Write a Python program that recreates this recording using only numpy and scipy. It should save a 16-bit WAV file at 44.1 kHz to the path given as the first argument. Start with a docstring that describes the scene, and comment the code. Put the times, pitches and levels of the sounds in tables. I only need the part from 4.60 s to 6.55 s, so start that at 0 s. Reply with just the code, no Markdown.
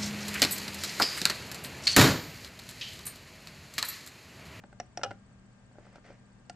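"""A desk in a quiet room, close up: fingers shift on a plastic trackball mouse.
Behind it: room noise, a low hum and a faint pulsing electrical whine.
Fingertips rub (stick-slip) and tap on the plastic. Three button clicks: switch snap, spring ping, ring.
A finger lands hard and knocks the shell; a low thump swells and a longer, low-mid ring lingers."""
import sys
import numpy as np
from scipy import signal
from scipy.fft import rfft, irfft
from scipy.io import wavfile

SR = 44100
rng = np.random.default_rng(int(sys.argv[2]) if len(sys.argv) > 2 else 0)


def dump(signal):
    """Clip the signal to [-1, 1] and save it as 16-bit WAV at the path in sys.argv[1]."""
    limited = np.clip(np.atleast_2d(signal).T, -1, 1)
    pcm = np.round(limited * 32767).astype(np.int16)
    wavfile.write(sys.argv[1], SR, pcm)


N = 85995
T = np.arange(N) / SR
BIN_HZ = np.maximum(np.arange(N // 2 + 1) * SR / N, 1)

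# spectra of room noise and reflections: f/Hz, level/dB
FLOOR_SPECTRUM = [(15, -54.5), (28, -40), (60, -40), (150, -40.5), (230, -39.5), (310, -53), (600, -53.5),
                  (1050, -58), (1650, -61), (2600, -67), (4000, -72.5), (7000, -73), (9000, -78)]
ROOM_SPECTRUM = [(100, -8), (400, -6.5), (800, -16), (1500, -14.5), (3000, -16.5), (6000, -21.5),
                 (9000, -20.5)]
# stereo width of room noise, reflections, direct sound: f/Hz, side re mid/dB
FLOOR_SIDE = [(40, -13), (150, -11), (500, -5), (1400, -1), (3000, 1.5), (8000, 1.5)]
ROOM_SIDE = [(100, -8.5), (700, -9.5), (1400, -8.5), (3000, -0.5), (8000, -2)]
DIRECT_SIDE = [(100, -15), (600, -19), (1400, -17), (2500, -8), (8000, -8)]
# steady tones: f/Hz, rms level/dB
HUM_TONES = [(119.7, -63), (195, -65), (1200, -82.5), (1600, -79), (1799, -84.5), (7000, -88.5),
             (8000, -92.5)]
# electrical whine: f/Hz, first pulse t/s, level/dB
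WHINE_TONES = [(4510, .0565, -71), (8020, .0640, -68)]
# skin rubbing on plastic: t/s, level/dB
RUB_ENVELOPE = [(1.09, -77), (1.17, -60), (1.205, -57), (1.26, -48.5), (1.31, -55.5), (1.366, -45.5),
                (1.421, -73), (1.45, -45), (1.503, -45), (1.544, -52.5), (1.62, -71)]
# fingertip taps: t/s, ring level/dB, pat level/dB, tilt/(dB/oct)
TAP_EVENTS = [(0.0376, -41.5, -35, -5), (0.1273, -42, -43, -1), (0.3925, -43, -37.5, -5),
              (0.4135, -35, -43, 2.5), (0.4178, -39.5, -52.5, -5), (0.461, -35.5, -57, -1.5),
              (0.5082, -31, -35.5, 3), (0.5124, -27.5, -32, 0), (1.1130, -58, -55, -5.5),
              (1.1545, -50.5, -64, -4), (1.1840, -47.5, -48.5, -5), (1.2670, -48, -55, -4.5),
              (1.3570, -43.5, -37.5, 2), (1.3820, -50.5, -50, -6), (1.4440, -53, -51, 2),
              (1.503, -46, -44.5, -6.5)]
# clicks: t/s, button level/dB, spring level/dB, housing level/dB, snap level/dB, snap tilt/(dB/oct)
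CLICK_EVENTS = [(0.2000, -27, -35, -62, -25.5, -3.5), (0.3738, -27, -33, -47, -28.5, -.5),
                (1.8969, -33.5, -60, -38, -35.5, 2)]
# knock and rebounds: t/s, shell level/dB, crack level/dB, tilt/(dB/oct)
KNOCK_EVENTS = [(0.4337, -32.5, -16.5, 0), (0.4351, -57.5, -22, 0), (0.4360, -25.5, -31.5, 0),
                (0.443, -49, -30, -2.5), (0.4453, -47, -30.5, 1), (0.4499, -36.5, -42.5, -8)]
# spectra of skin rub, fingertip pat, switch snap, knock crack: f/Hz, level/dB
RUB_SPECTRUM = [(100, -5.5), (280, -6.5), (650, 5.5), (1050, -7), (1400, -5), (2000, -3), (3800, -19),
                (5300, -16), (9000, -32.5)]
PAT_SPECTRUM = [(40, -12), (150, -3.5), (280, 3), (600, 5), (1100, -5), (1800, -3), (2600, -13),
                (5000, -18), (9000, -32)]
SNAP_SPECTRUM = [(60, -14), (200, -4.5), (500, -3), (1000, -9.5), (1700, 1), (2800, -3.5), (3800, -11),
                 (5500, -3), (7000, -10), (9000, -19.5)]
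CRACK_SPECTRUM = [(60, -15.5), (300, -21), (550, 3), (820, 1), (1030, -8), (1400, 5), (2200, -7),
                  (3200, -1.5), (4200, -7.5), (5600, -1), (7200, -14.5), (9000, -20.5)]
# modes of tapped shell, button, switch housing, whole shell: f/Hz, level/dB, t60/s
TAPPED_SHELL_MODES = [(275, -15.5, 0.043), (584, -10.5, 0.057), (812, -7.5, 0.028), (1390, -9.5, 0.025),
                      (1540, -10, 0.033), (2100, -18, 0.022), (2772, -25, .04)]
BUTTON_MODES = [(330, -18, 0.055), (483, -14.5, 0.02), (713, -1, 0.039), (828.5, -7, 0.034),
                (1143, -22.5, .02), (1432, -9, 0.017), (2075, -18.5, .018), (2890, -22.5, .022)]
HOUSING_MODES = [(1389, -3.5, 0.041), (2160, -11, 0.0085), (2750, 3, 0.0093), (4540, 0, 0.012),
                 (5500, -10, 0.015), (6960, -10, .018), (8520, -7.5, 0.0095)]
SHELL_MODES = [(525, -5, 0.058), (585, -4, 0.023), (734, -2, 0.028), (1307, -0.5, 0.024),
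               (1500, -4.5, 0.022), (1680, -10.5, .04), (2450, -12, 0.035), (2880, -11.5, 0.085),
               (3170, -16, .04), (4010, -11, 0.026), (5500, -16, .025)]
# longer, low-mid ring after the knock: f/Hz, level/dB, t60/s
AFTER_RING_MODES = [(491, -43, 0.05), (592, -52, .14), (700, -51, .14), (794, -33, 0.25), (802, -30.5, .11),
                    (1293, -56, .1)]

KNOCK_S = KNOCK_EVENTS[0][0]


def from_db(db):
    """Decibels to gain."""
    return 10 ** (np.asarray(db) / 20)


def tilt_db(hz, db_oct, pivot_hz=1500, flat_below_hz=500):
    """Treble slope, flat in the bass."""
    return db_oct * np.log2(np.maximum(hz, flat_below_hz) / pivot_hz)


def colour(x, spectrum, db_oct=0):
    """Minimum-phase filter along a (f/Hz, level/dB) curve."""
    hz, db = np.transpose(spectrum)
    curve_db = np.interp(np.log(BIN_HZ), np.log(hz), db) + tilt_db(BIN_HZ, db_oct)
    cepstrum = irfft(np.log(from_db(curve_db)), N)
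    cepstrum[1:] *= 2 * (np.arange(1, N) < N / 2)
    return irfft(rfft(x) * np.exp(rfft(cepstrum)), N)


def pan(x, left_db):
    """Level pan, left re right."""
    return x * from_db(np.array([[.5], [-.5]]) * left_db)


def spread(pair, side=DIRECT_SIDE):
    """Mid/side to stereo: narrow bass, wide treble."""
    return pair[0] + colour(pair[1], side) * np.array([[1], [-1]])


def noise(spectrum, side):
    """Coloured stereo noise."""
    return colour(spread(rng.standard_normal((2, N)), side), spectrum)


def decay(start_s, t60_s, hold_s=0):
    """Instant attack, hold, exponential release."""
    release_s = np.maximum(T - start_s - hold_s, 0)
    return (T >= start_s) * np.exp(-np.minimum(np.log(1000) * release_s / t60_s, 20))


def ring(modes, start_s, db_oct=0):
    """Struck modes, neighbours in opposite phase."""
    out = np.zeros(N)
    for k, (hz, db, t60_s) in enumerate(modes):
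        gain = (-1) ** k * from_db(db + tilt_db(hz, db_oct))
        out += gain * decay(start_s, t60_s) * np.sin(2 * np.pi * hz * (T - start_s))
    return out


def contact(spectrum, db_oct, start_s, t60_s, hold_s, push_db=10.5):
    """One sharp push, then a short rattle of dense plastic resonances."""
    burst = spread(rng.standard_normal((2, N)) * decay(start_s, t60_s, hold_s))
    burst[:, int(start_s * SR)] += from_db(push_db)
    return colour(burst, spectrum, db_oct)


def background(period_s=1 / 15, pulse_s=.0027):
    """Room noise, steady hum, evenly pulsing electrical whine."""
    hum = sum(np.sqrt(2) * from_db(db) * np.sin(2 * np.pi * (hz * T + rng.random()))
              for hz, db in HUM_TONES)
    whine = np.zeros(N)
    for hz, first_s, db in WHINE_TONES:
        offset_s = (T - first_s + period_s / 2) % period_s - period_s / 2
        whine += from_db(db) * np.exp(-(offset_s / pulse_s) ** 2) * np.sin(2 * np.pi * hz * T)
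    return pan(noise(FLOOR_SPECTRUM, FLOOR_SIDE) + hum, left_db=2) + whine


def reflections(x):
    """Dense, dull reverb of a small furnished room."""
    tail = decay(start_s=.0031, t60_s=.22)
    response = noise(ROOM_SPECTRUM, ROOM_SIDE) * tail / np.sqrt(np.sum(tail ** 2))
    return signal.fftconvolve(x, response, axes=1)[:, :N]


def rubbing(slips_per_s=2500, scatter_db=1):
    """Skin sticks and slips on plastic in dense, tiny grains."""
    slips = rng.random((2, N)) < slips_per_s / SR
    signs = rng.choice([-1, 1], (2, N))
    grains = slips * signs * from_db(scatter_db * np.minimum(rng.exponential(1, (2, N)), 4))
    t_s, db = np.transpose(RUB_ENVELOPE)
    envelope = from_db(np.interp(T, t_s, db)) * (T > t_s[0]) * (T < t_s[-1])
    return colour(spread(grains / grains.std()), RUB_SPECTRUM) * envelope


def taps():
    """Soft fingertips: dull pat, short shell ring."""
    out = np.zeros((2, N))
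    for t_s, ring_db, pat_db, db_oct in TAP_EVENTS:
        out += from_db(ring_db) * ring(TAPPED_SHELL_MODES, t_s, db_oct)
        out += from_db(pat_db) * contact(PAT_SPECTRUM, db_oct, t_s, t60_s=.014, hold_s=.0024)
    return out


def spring(start_s, settled_hz=5420, sag_hz=700, sag_s=.0013):
    """Switch spring: a brief ping that starts sharp and settles."""
    hz = settled_hz + sag_hz * np.exp(-np.maximum(T - start_s, 0) / sag_s)
    phase = 2 * np.pi * np.cumsum(hz * (T >= start_s)) / SR
    return decay(start_s, t60_s=.01, hold_s=.0021) * np.sin(phase)


def clicks():
    """The switch snaps, its spring pings, housing and button ring."""
    out = np.zeros((2, N))
    for t_s, button_db, spring_db, housing_db, snap_db, db_oct in CLICK_EVENTS:
        out += from_db(button_db) * ring(BUTTON_MODES, t_s)
        out += from_db(housing_db) * ring(HOUSING_MODES, t_s)
        out += pan(from_db(spring_db) * spring(t_s), left_db=-1)
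        out += from_db(snap_db) * contact(SNAP_SPECTRUM, db_oct, t_s, t60_s=.022, hold_s=.0015)
    return out


def thump(mode_hz=106.7, level_db=-49, rise_s=.055):
    """One low mode swells and fades after the knock."""
    age_s = np.maximum(T - KNOCK_S, 0)
    swell = (age_s / rise_s * np.exp(1 - age_s / rise_s)) ** 2
    return pan(from_db(level_db) * swell * np.sin(2 * np.pi * mode_hz * age_s), left_db=5)


def knock(after_ring_rise_s=.008):
    """A hard contact and its rebounds rattle the shell; a longer, low-mid ring lingers."""
    fade_in = 1 - np.exp(-np.maximum(T - KNOCK_S, 0) / after_ring_rise_s)
    shell = np.zeros((2, N))
    for t_s, shell_db, crack_db, db_oct in KNOCK_EVENTS:
        crack = contact(CRACK_SPECTRUM, db_oct, t_s, t60_s=.022, hold_s=.00022)
        shell += pan(from_db(crack_db) * crack, left_db=2)
        shell += from_db(shell_db) * ring(SHELL_MODES, t_s, db_oct)
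    return shell + fade_in * ring(AFTER_RING_MODES, KNOCK_S)


def scene(left_lag_s=28e-6):
    """Hand on mouse, reflections, low thump, background."""
    left, right = clicks() + knock() + taps() + rubbing()
    lag = np.exp(-2j * np.pi * BIN_HZ * left_lag_s)  # mouse nearer the right microphone port
    hand = np.array([irfft(rfft(left) * lag, N), right])
    return hand + reflections(hand) + thump() + background()


def record(dry, cutoff_hz=9150):
    """Microphone band limit: steep low-pass."""
    return signal.sosfilt(signal.ellip(12, .1, 70, cutoff_hz, fs=SR, output="sos"), dry)


dry = scene()
out = record(dry)
dump(out)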